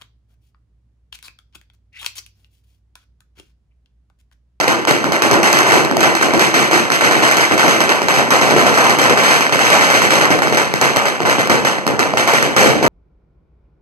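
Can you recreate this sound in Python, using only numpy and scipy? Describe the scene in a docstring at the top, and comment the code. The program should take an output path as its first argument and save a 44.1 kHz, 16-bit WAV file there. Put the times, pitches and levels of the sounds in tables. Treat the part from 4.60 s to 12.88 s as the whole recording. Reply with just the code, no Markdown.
"""A road at night: a long string of firecrackers burns a few metres from a phone.
Each bang is a short shock wave that overloads the microphone, a low thud, then a roar of echoes off
walls and hoardings. Single bangs stand out where the fuse burns unevenly; where it races, they run
together into volleys. Small crackers pop in between."""
import sys
import numpy as np
from scipy import signal
from scipy.fft import rfft, irfft, next_fast_len
from scipy.io import wavfile

SR = 44100
rng = np.random.default_rng(int(sys.argv[2]) if len(sys.argv) > 2 else 0)


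def dump(signal):
    """Clip the signal to [-1, 1] and save it as 16-bit WAV at the path in sys.argv[1]."""
    limited = np.clip(np.atleast_2d(signal).T, -1, 1)
    pcm = np.round(limited * 32767).astype(np.int16)
    wavfile.write(sys.argv[1], SR, pcm)


N = 365148

# bangs along the string; body, punch, bite = bass, middle, treble of the echo:
# (time [s], crack sharpness [dB], body [dB], punch [dB], bite [dB])
BANGS = [(0.001, -23, -21.5, -14, -21), (0.079, -18.5, -16, -13, -19.5), (0.273, -29, -14.5, -14.5, -18),
         (0.442, -28, -14, -17.5, -26), (0.521, -22, -28, -14, -21.5), (0.621, -20, -16, -13.5, -18.5),
         (0.712, -20.5, -11, -18, -21.5), (0.731, -23, -18, -10.5, -22), (0.83, -20, -19.5, -13.5, -17.5),
         (0.928, -15, -16.5, -18, -17.5), (0.988, -18, -19, -12, -20.5), (1.066, -29, -18, -12.5, -19),
         (1.12, -24, -12.5, -12, -17.5), (1.312, -30, -15.5, -23, -31), (1.368, -20, -14, -30, -25),
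         (1.406, -17, -35, -19, -21), (1.43, -23, -17, -10.5, -18.5), (1.551, -19, -32, -32, -21.5),
         (1.612, -31, -18, -30, -20), (1.627, -22, -16, -12, -21.5), (1.736, -24.5, -10.5, -16, -22),
         (1.794, -17, -28, -17, -17.5), (1.941, -25, -15, -14, -17), (2.112, -23, -19, -15, -21.5),
         (2.131, -24, -17, -16, -18), (2.302, -23, -19.5, -24, -25), (2.319, -17, -42, -22, -19),
         (2.409, -26, -18.5, -14.5, -19.5), (2.441, -46, -16.5, -14.5, -18.5), (2.511, -25, -21, -16, -20),
         (2.566, -28, -18, -24, -22.5), (2.623, -29, -18.5, -12.5, -17.5),
         (2.712, -20.5, -26, -15.5, -19.5), (2.769, -17, -18, -13.5, -18.5), (2.809, -20, -34, -19, -19.5),
         (2.911, -36, -12, -17, -21), (2.978, -22, -28, -14, -18), (3.031, -37, -13.5, -10.5, -22.5),
         (3.08, -25, -17, -20, -17.5), (3.204, -20.5, -18, -14.5, -19.5), (3.292, -20, -16.5, -12, -19),
         (3.418, -27, -19, -30, -25.5), (3.484, -20.5, -18.0, -13, -19), (3.54, -23, -28, -24, -20),
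         (3.575, -34, -13, -14, -20.5), (3.7055, -19, -15.0, -10, -17.5), (3.813, -22, -13.5, -17.5, -19),
         (3.865, -34, -17.5, -17, -22.5), (3.908, -24, -10, -14, -21), (3.963, -33.5, -11, -13.5, -20),
         (3.994, -25, -24, -12, -19.5), (4.06, -36, -14, -12.5, -18.5), (4.141, -23, -34, -27, -19.5),
         (4.175, -26, -13.5, -10.5, -18.5), (4.241, -26.5, -20.0, -13, -19),
         (4.296, -22, -14.5, -14.5, -19.5), (4.386, -22, -15.5, -15.5, -17.5), (4.44, -21, -19, -11.5, -21),
         (4.496, -22, -12, -14, -20), (4.574, -27, -17, -15, -18.5), (4.635, -23, -31, -17.0, -17.5),
         (4.681, -31, -17.5, -19, -20), (4.71, -26, -19, -14, -17.5), (4.808, -21, -19, -21, -20.5),
         (4.924, -25, -15, -18, -19), (4.991, -30, -21, -17, -18.5), (5.051, -23, -20.5, -18, -18.5),
         (5.102, -21, -14, -17, -17.5), (5.131, -24, -24, -8, -19), (5.21, -24, -19.5, -19, -17.5),
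         (5.301, -22, -18, -19, -19), (5.34, -26, -15.5, -16.5, -18), (5.419, -23, -14.5, -17, -18.5),
         (5.506, -21, -15.0, -14, -17), (5.612, -30, -17, -11.5, -20), (5.704, -26, -11.5, -18, -19.5),
         (5.82, -30, -14, -15.5, -21.5), (5.872, -27, -22, -33, -26), (5.924, -27, -13, -20, -21.5),
         (5.972, -20, -30, -15, -19), (6.1385, -22, -17, -22, -24.0), (6.213, -18.5, -16, -13.5, -18),
         (6.361, -23, -19, -12.5, -20.5), (6.4547, -27, -19.5, -18.0, -20.5), (6.6037, -34, -16, -23, -29),
         (6.652, -44, -15.5, -12.5, -21), (6.696, -23, -19, -18, -19.5), (6.784, -36, -15, -20, -21),
         (6.897, -26, -11, -13.5, -18.5), (7.049, -23, -19, -15.0, -19), (7.266, -23, -13, -16, -24.5),
         (7.3924, -23.5, -14, -14.5, -20), (7.537, -39, -14.5, -29, -34), (7.572, -24, -23, -15.5, -18.5),
         (7.675, -21, -20, -11, -18.5), (7.735, -22, -17, -29, -18.5), (7.826, -20.5, -15.0, -18, -21.5),
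         (7.964, -21, -12, -12.5, -15.5), (8.06, -38, -9, -27, -38), (8.227, -31, -8.5, -11, -21)]
USUAL_CRACK_DB, USUAL_BODY_DB, USUAL_BITE_DB = -20, -17, -19


def amp(db):
    """Decibels to gain."""
    return 10 ** (np.asarray(db) / 20)


def along(points, hz):
    """Interpolate (frequency [Hz], value) points on a log axis."""
    knots_hz, values = np.transpose(points)
    return np.interp(np.log(hz + 1), np.log(knots_hz + 1), values)


def add(track, at_s, sound):
    """Mix a sound into a track."""
    i = min(max(round(at_s * SR), 0), N)
    track[i:i + len(sound)] += sound[:N - i]


def filtered(x, response):
    """Apply a complex frequency response."""
    size = next_fast_len(N + SR // 10, True)
    gain = np.asarray(response(np.fft.rfftfreq(size, 1 / SR)), np.complex64)
    return irfft(rfft(x.astype(np.float32), size) * gain, size)[..., :N]


def coloured(x, colour_db, size=8192):
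    """Minimum-phase colouring; keeps the power of white noise."""
    cepstrum = irfft(np.log(amp(colour_db(np.fft.rfftfreq(size, 1 / SR)))))
    cepstrum[1:size // 2] *= 2
    cepstrum[size // 2 + 1:] = 0
    impulse = irfft(np.exp(rfft(cepstrum)))
    return signal.oaconvolve(x, impulse[None] / np.linalg.norm(impulse), axes=1)[:, :N]


def shock(width_s, edge_db=0, push=0.45, fizz_db=-5, fizz_t60_s=0.011):
    """A pressure jump sinks into suction and rebounds; its closing edge rings the microphone port."""
    # port ring, rebound: (frequency before detuning [Hz], level [dB], t60 [s])
    modes = [(6400, -11 + edge_db, 0.0017), (1050, -2, 0.0045)]
    t = np.arange(SR // 100) / SR
    wave = np.sin(2 * np.pi * t / width_s) * (t < width_s)
    wave = np.tanh(2 * wave) * np.where(wave > 0, push, 1)
    after_s = np.maximum(t - width_s, 0)
    for hz, db, t60_s in modes:
        detune = rng.uniform(0.7, 1.05)
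        wave += amp(db - 60 * after_s / t60_s) * np.sin(2 * np.pi * hz * detune * after_s)
    fizz = np.convolve(rng.standard_normal(len(t)), [.5, .5], "same") * np.minimum(2 * t / width_s, 1)
    return wave + amp(fizz_db + edge_db - 60 * t / fizz_t60_s) * fizz


def string_shocks(median_width_s=0.001027, spread=0.199, wall_db=14, delay_s=(.006, .046), walls=4):
    """Each bang arrives direct, then thinner off the cart, kerb and hoardings."""
    track = np.zeros(N)
    for at_s, crack_db, body_db, _, bite_db in BANGS:
        width_s = median_width_s * np.exp(spread * rng.standard_normal())
        shock_db = 2.5 + .15 * (body_db - USUAL_BODY_DB)  # heavier charge, bigger shock
        add(track, at_s, amp(shock_db) * shock(width_s, crack_db - USUAL_CRACK_DB))
        for lag_s, size in zip(rng.uniform(*delay_s, walls), rng.random(walls)):
            add(track, at_s + lag_s, size * amp(bite_db + wall_db) * shock(width_s / 2))
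    return track


def thuds(gain_db=-1, median_hz=350, spread=0.233, t60_s=0.039, max_excess_db=9):
    """Each blast swings on for a few low cycles, louder where body exceeds punch."""
    track, t = np.zeros(N), np.arange(SR // 10) / SR
    for at_s, _, body_db, punch_db, _ in BANGS:
        db = gain_db + body_db + min(body_db - punch_db, max_excess_db)
        hz = median_hz * np.exp(spread * rng.standard_normal())
        add(track, at_s, -amp(db - 60 * t / t60_s) * np.sin(2 * np.pi * hz * t))
    return track


def wavefronts(rate_hz=600, depth_db=1.5):
    """A swarm of reflections: two clumped noises, rms 1."""
    knots = rng.standard_normal(int(N * rate_hz / SR) + 2)
    clumps = np.interp(np.arange(N) * rate_hz / SR, np.arange(len(knots)), knots)
    noise = rng.standard_normal((2, N)) * amp(depth_db * clumps)
    return noise / np.sqrt(np.mean(noise ** 2))


def street_db(hz):
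    """The street's broad colour plus a narrow boom between the house fronts."""
    # echo spectrum: (frequency [Hz], level [dB])
    spectrum = [(22, -35), (60, -8.5), (115, -3), (220, 0.5), (560, 2), (1250, -1.5), (1900, 1.2),
                (2550, -6), (4700, -15), (6500, -12.5), (9300, -23), (12000, -25.5), (15500, -36.5)]
    # resonance: (centre [Hz], width [Hz], boost [dB])
    booms = [(136.2, 11.3, 6.5)]
    boom_db = sum(db / (1 + (2 * (hz - centre_hz) / width_hz) ** 2) for centre_hz, width_hz, db in booms)
    return along(spectrum, hz) + boom_db


def echoes(gain_db=2.5, bite_gain_db=5, max_lag_s=0.0073, rise_s=0.0021, max_hold_s=0.11):
    """After a light bang the roar starts late; after a hard one it starts at once and stays level
    longer, as if held by the phone's limiter. It dies down the street, treble first."""
    # decay of body, punch and three bands of bite: (frequency [Hz], t60 [s])
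    decay = [(400, 0.93), (950, 0.77), (2110, 0.7), (4500, 0.59), (12000, 0.46)]
    at_s, _, body_db, punch_db, bite_db = np.transpose(BANGS)[:, :, None]
    clock_s = np.arange(0, N / SR, .001)
    hardness_db = bite_db - USUAL_BITE_DB
    lag_s = max_lag_s * np.clip(-hardness_db / 4, 0, 1) ** 2
    hold_s = np.minimum(0.025 * np.exp(0.54 * hardness_db), max_hold_s)
    age_s = np.maximum(clock_s - at_s - lag_s, 0)
    swell = 1 - np.exp(-age_s / rise_s)
    fading_s = np.maximum(age_s - hold_s, 0)
    fronts = wavefronts()
    roar = np.zeros((2, N))
    for k, (_, t60_s) in enumerate(decay):
        start_db = [body_db, punch_db, bite_db + bite_gain_db][min(k, 2)]
        power = np.sum(swell * amp(start_db - 60 * fading_s / t60_s) ** 2, axis=0)
        power += amp(-30 - 6 * k) ** 2  # steady floor: the long reverberation left by earlier bangs
        envelope = np.interp(np.arange(N) / SR, clock_s, np.sqrt(power))
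        band = [(hz, float(j == k)) for j, (hz, _) in enumerate(decay)]
        roar += envelope * filtered(fronts, lambda hz: along(band, hz))
    return amp(gain_db) * coloured(roar, street_db)


def hollow_ring(roar, width_hz=36):
    """One street resonance rings with the roar; it shifts and fades as the phone moves."""
    # resonance path: (time [s], pitch [Hz], level [dB])
    path = [(1.4, 335, 4.5), (3.1, 325, 2.5), (3.9, 480, -18), (7.95, 540, -12), (8.07, 515, 5),
            (8.2, 420, -8)]
    at_s, hz, db = np.transpose(path)
    t = np.arange(N) / SR
    carrier = np.exp(2j * np.pi * np.cumsum(np.interp(t, at_s, hz)) / SR)
    pole = np.exp(-np.pi * width_hz / SR)
    ring = 2 * np.real(carrier * signal.lfilter([1 - pole], [1, -pole], roar / carrier))
    return amp(np.interp(t, at_s, db)) * ring


def small_crackers(rate_hz=30, gain_db=-1, scatter_db=3.5, mean_width_s=0.0007, within_s=.07):
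    """Weaker pops go off at random in the wake of the big bangs."""
    track = np.zeros(N)
    for pick, wait, size in rng.random((int(rate_hz * N / SR), 3)):
        at_s, *_, bite_db = BANGS[int(pick * len(BANGS))]
        db = bite_db + gain_db + scatter_db * (2 * size - 1)
        add(track, at_s + within_s * wait, amp(db) * shock(mean_width_s * (.5 + size)))
    return track


def stray_crackers(mean_width_s=0.001227, edge_db=-4):
    """Crackers thrown clear of the string: one dry snap each, the fainter ones duller."""
    # snaps: (time [s], level [dB])
    snaps = [(.251, -2), (.309, 5), (1.248, 1), (1.3245, -8), (2.816, 2), (3.442, -6), (4.866, -3),
             (4.894, -2), (4.947, 0), (5.676, -5), (5.789, -1), (6.368, 3.5), (6.625, -7), (6.873, 0),
             (7.184, -4.5), (7.277, 1), (8.264, -2)]
    track = np.zeros(N)
    for (at_s, db), size in zip(snaps, rng.random(len(snaps))):
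        add(track, at_s, amp(db) * shock(mean_width_s * (.5 + size), edge_db + db))
    return track


def stereo_widening(shared, apart, lag_s=.000562, cross_hz=2220, left_db=-0.5):
    """Shared sound is delayed on the left, the treble of the rest on the right: the bangs sound wide."""
    # left-right likeness: (frequency [Hz], coherence [0..1])
    likeness = [(70, .96), (160, .65), (240, .15), (500, .6), (1000, .97), (1450, .8), (1900, .92),
                (6600, .78), (9400, .46)]
    # left channel's phase on top of its delay: (frequency [Hz], phase lag [rad])
    twist = [(180, -3), (270, -1.5), (600, -2), (1000, -3), (1800, -np.pi)]

    def blend(hz):
        angle_rad = np.arccos(along(likeness, hz)) / 2
        return np.array([np.cos(angle_rad), np.sin(angle_rad)])

    def to_left(hz):
        delay = np.exp(-1j * (2 * np.pi * hz * lag_s + along(twist, hz)))
        return np.array([delay, np.where(hz > cross_hz, np.conj(delay), -delay)])

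    right = filtered(np.array([shared, apart]), blend)
    left = amp(left_db) * filtered(right, to_left)
    return np.array([left.sum(0), right.sum(0)])


def scene():
    """Shocks, pops and thuds inside the street's roar."""
    # crack colour at the microphone: (frequency [Hz], level [dB])
    crack_colour = [(30, -54), (130, 13), (400, -4.5), (1100, -3), (1850, 16.5), (2700, 3.5), (4500, 7),
                    (6400, 8), (9000, -1.5), (12000, 1.5), (15500, -2.5)]
    roar = echoes()
    shared, apart = roar + hollow_ring(roar)
    cracks = string_shocks() + small_crackers() + stray_crackers()
    cracks = coloured(cracks[None], lambda hz: along(crack_colour, hz))[0]
    return stereo_widening(shared + cracks + thuds(), apart)


def record(dry, ceiling=0.92, hardness=8, low_hz=60, top_hz=15600):
    """The microphone rounds off the biggest peaks and drops the deepest bass and highest treble."""
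    squashed = dry / (1 + np.abs(dry / ceiling) ** hardness) ** (1 / hardness)
    return filtered(squashed, lambda hz: (hz < top_hz) * hz ** 2 / np.hypot(hz ** 2, low_hz ** 2))


dry = scene()
out = record(dry)
dump(out)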